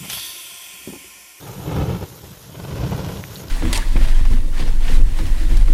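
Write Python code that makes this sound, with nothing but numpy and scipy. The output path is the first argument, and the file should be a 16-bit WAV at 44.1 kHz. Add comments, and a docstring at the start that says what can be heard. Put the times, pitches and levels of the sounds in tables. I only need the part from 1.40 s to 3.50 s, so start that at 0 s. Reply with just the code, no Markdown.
"""Outdoors, close by: an aerosol spray hisses onto burning paper in a tree.
The mist catches twice: the flame swells to a fluttering roar, sinks, and swells again.
As the blaze dies away the charred paper gives a few dry snaps.
Spray, flame and sizzle are coloured noises riding level curves; each snap is a short decaying ring."""
import sys
import numpy as np
from scipy import signal
from scipy.fft import rfft, irfft
from scipy.io import wavfile
from scipy.ndimage import uniform_filter1d

SR = 44100
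rng = np.random.default_rng(int(sys.argv[2]) if len(sys.argv) > 2 else 0)


def log_audio(samples):
    """Write samples as a 16-bit WAV file to the path given in sys.argv[1]."""
    # one column per channel
    frames = np.atleast_2d(samples).T
    # limit to full scale, then quantise
    limited = np.clip(frames, -1, 1)
    pcm = np.round(limited * 32767).astype(np.int16)
    wavfile.write(sys.argv[1], SR, pcm)


N = 92610
T = np.arange(N) / SR  # time axis in seconds


def amp(db):
    """Turns decibels into gain."""
    return 10 ** (np.asarray(db) / 20)


def unit(x):
    """Scales a signal to rms 1."""
    return x / np.sqrt(np.mean(x ** 2) + 1e-20)


def curve(points):
    """Draws an automation curve: straight lines through (time_s, value) points."""
    return np.interp(T, *np.transpose(points))


def add(mix, start_s, sound):
    """Mixes a sound in at start_s, cutting it off at the end of the mix."""
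    start = max(round(start_s * SR), 0)
    part = mix[start:][:len(sound)]
    part += sound[:len(part)]


def shaped_noise(gain):
    """Filters white noise by a gain per frequency bin, then scales it to rms 1."""
    spectrum = rfft(rng.standard_normal(N)) * gain
    return unit(irfft(spectrum, N))


def noise(colour):
    """Makes noise of rms 1 whose spectrum follows a colour table, on a log frequency axis."""
    colour_hz, colour_db = np.transpose(colour)
    bin_hz = np.fft.rfftfreq(N, 1 / SR)
    gain_db = np.interp(np.log(bin_hz + 1), np.log(colour_hz), colour_db)
    return shaped_noise(amp(gain_db))


def steadied(x, size):
    """Evens out a noise's slow chance swells by its power, smoothed twice over size samples."""
    power = uniform_filter1d(uniform_filter1d(x ** 2, size), size)
    return x / np.sqrt(abs(power) + 1e-12)


def turbulence():
    """Quick random flutter of moving gas: noise of rms 1, mostly between two corner frequencies."""
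    slow_hz, fast_hz = 4, 69
    hz = np.fft.rfftfreq(N, 1 / SR) + 1e-6
    highpass = 1 + (slow_hz / hz) ** 4
    lowpass = 1 + (hz / fast_hz) ** 4
    return shaped_noise(1 / np.sqrt(highpass * lowpass))


# fader of the spray's hiss, before its sputter: time_s [s], level_db [dB]
SPRAY_LEVEL = [(0, -41), (.03, -41), (.17, -41.5), (.2, -42), (.6, -44.5), (.7, -44), (1.15, -45.5),
               (1.5, -43.5), (1.75, -42.5), (1.92, -42), (1.98, -38.5), (2.02, -42), (2.06, -47),
               (2.1, -43)]
# relative spectrum of the nozzle's hiss: freq_hz [Hz], density_db [dB per Hz]
SPRAY_COLOUR = [(200, -30), (1000, 4), (2200, 0), (3400, 3), (4600, -1.5), (5700, 2.5), (6900, 3),
                (7900, -3), (9300, -2), (10400, 1.5), (11400, 0.5), (13200, 3.5), (14500, 2.5)]


def spray(flutter_db=0.9, patch_db=2.5):
    """The nozzle's bright hiss; it sputters as a whole and, more finely, band by band."""
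    hiss = noise(SPRAY_COLOUR) * amp(curve(SPRAY_LEVEL) + flutter_db * turbulence())
    frames = signal.stft(hiss, nperseg=512)[2].T  # time frames by frequency bins
    patches = rng.standard_normal(frames.shape)
    patches = uniform_filter1d(patches, size=6, axis=0)  # smooth over time
    patches = uniform_filter1d(patches, size=4, axis=1)  # smooth over frequency
    sputtered = frames * amp(patch_db * unit(patches))
    return signal.istft(sputtered.T, nperseg=512)[1][:N]


# fader of the deep rumble, before flutter: time_s [s], level_db [dB]
RUMBLE_LEVEL = [(0, -48), (.03, -40), (.11, -34), (.14, -40.5), (.18, -32.5), (.255, -34.5), (.28, -21.5),
                (.31, -28), (.365, -20.5), (.43, -17.5), (.465, -26.5), (.495, -20), (.56, -24.5),
                (.585, -32), (.635, -26.5), (.67, -51), (.695, -39), (.8, -46), (.845, -38), (.875, -44),
                (.905, -35.5), (.96, -51), (1.05, -43.5), (1.16, -38.5), (1.2, -33.5), (1.29, -31.5),
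                (1.34, -24.5), (1.375, -31), (1.41, -20.5), (1.455, -22.5), (1.49, -28.5), (1.53, -19),
                (1.565, -26.5), (1.66, -29), (1.695, -25.5), (1.755, -34), (1.785, -27), (1.83, -37),
                (1.97, -37.5), (2.1, -34.5)]
# relative spectrum of the rumble: freq_hz [Hz], density_db [dB per Hz]
RUMBLE_COLOUR = [(15, -50), (28, -32), (42, -9.5), (52, -8.5), (70, -2.5), (112, 1.5), (160, 0), (198, -3),
                 (230, -22.5), (400, -29), (1500, -86)]
# fader of the brighter roar, before puffs, flutter and reflection: time_s [s], level_db [dB]
ROAR_LEVEL = [(0, -49), (.03, -38), (.17, -41.5), (.25, -35.5), (.275, -28.5), (.33, -29.5), (.385, -24.5),
              (.46, -29.5), (.53, -30.5), (.59, -37), (.635, -33.5), (.675, -46), (.8, -48), (.86, -46),
              (.95, -51), (1.02, -51), (1.13, -46.5), (1.22, -40), (1.275, -40), (1.3, -35.5),
              (1.44, -29.5), (1.495, -34.5), (1.57, -30), (1.665, -34.5), (1.73, -35), (1.81, -40),
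              (1.88, -46.5), (1.935, -41), (1.98, -47), (2.03, -40), (2.1, -43)]
# relative spectrum of the roar: freq_hz [Hz], density_db [dB per Hz]
ROAR_COLOUR = [(120, -24), (240, -21.5), (275, 7.5), (350, -0.5), (480, -2), (660, -4), (840, -6.5),
               (1200, -12), (1520, -14), (1800, -21.5), (3100, -19.5), (4500, -30), (8000, -38),
               (15000, -82)]
# puffs as pockets of mist catch: centre_s [s], roar_lift_db [dB]
PUFFS = [(.5, 2.5), (.842, 3.5), (1.154, 12.5), (1.203, 5), (1.247, 8.5), (1.528, 9), (1.693, 7.5),
         (2.005, 6)]
# reflection from a near surface, shifting as flame and hand move: time_s [s], delay_s [s]
ECHO_DELAY = [(0, .00235), (.45, 0.0023), (.9, 0.0021), (1.28, 0.0019), (1.6, 0.00207), (2.1, 0.002)]


def flame(flutter):
    """A deep rumble and a brighter, puffing roar flutter together; a close reflection colours the roar."""
    rumble_flutter_db, roar_flutter_db = 1.5, 2
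    puff_width_s = 0.009  # from the centre of a puff until its lift in dB falls to 1/e
    echo_gain = 0.37

    rumble = steadied(noise(RUMBLE_COLOUR), size=2000)
    rumble = rumble * amp(curve(RUMBLE_LEVEL) + rumble_flutter_db * flutter)

    puffs_db = sum(lift_db * np.exp(-((T - centre_s) / puff_width_s) ** 2)
                   for centre_s, lift_db in PUFFS)
    roar = steadied(noise(ROAR_COLOUR), size=800)
    roar = roar * amp(curve(ROAR_LEVEL) + puffs_db + roar_flutter_db * flutter)
    echo = np.interp(T - curve(ECHO_DELAY), T, roar, left=0)
    coloured_roar = (roar + echo_gain * echo) / (1 + echo_gain ** 2)
    return rumble + coloured_roar


# fader of the burning paper's sizzle, before flutter and grain: time_s [s], level_db [dB]
SIZZLE_LEVEL = [(0, -55), (.3, -48), (.6, -46), (.7, -53.5), (1.15, -52), (1.35, -42.5), (1.55, -40),
                (1.76, -41.5), (1.82, -48.5), (1.9, -46.5), (2.1, -46)]
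# relative spectrum of the sizzle: freq_hz [Hz], density_db [dB per Hz]
SIZZLE_COLOUR = [(400, 13), (1500, 1), (3400, 1), (5500, 2), (7000, -9), (8500, -13), (14500, -47)]


def sizzle(flutter, flutter_db=2.0, grain_db=2):
    """Burning paper: a finely grained noise, fanned by the flame's flutter."""
    grains = unit(uniform_filter1d(rng.standard_normal(N), size=40))
    level_db = curve(SIZZLE_LEVEL) + flutter_db * flutter + grain_db * grains
    return noise(SIZZLE_COLOUR) * amp(level_db)


def snap(peak_db, ring_hz, rise_s):
    """A fibre breaks: a few cycles that swell and die within a millisecond or two."""
    t = T[:512]
    age = t / max(rise_s, 1e-5)
    envelope = age * np.exp(1 - age)  # reaches 1 at rise_s
    return -amp(peak_db) * envelope * np.sin(2 * np.pi * ring_hz * t)


# dry snaps of the charred paper: start_s [s], envelope peak_db [dB], ring_hz [Hz], rise_s [s]
SNAPS = [(1.7722, -26.5, 3400, .0003), (1.8394, -17, 2100, 0.0002), (1.9576, -23.5, 4000, 0.00035),
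         (1.964, -26, 4060, 0.00027), (2.0841, -25.5, 4700, 0.00014)]


def snaps():
    """Places each breaking fibre on an otherwise silent track."""
    track = np.zeros(N)
    for start_s, peak_db, ring_hz, rise_s in SNAPS:
        add(track, start_s, snap(peak_db, ring_hz, rise_s))
    return track


def scene():
    """Spray, flame and paper in the open air; one flutter moves both flame and sizzle."""
    flutter = turbulence()
    mix = spray() + flame(flutter) + sizzle(flutter) + snaps()
    return mix[None]


def record(dry):
    """The recorder's band limit: a steep lowpass."""
    cutoff_hz = 14620
    lowpass = signal.firwin(511, cutoff_hz, window=("kaiser", 9), fs=SR)
    return signal.oaconvolve(dry, lowpass[None], "same")


dry = scene()
out = record(dry)
log_audio(out)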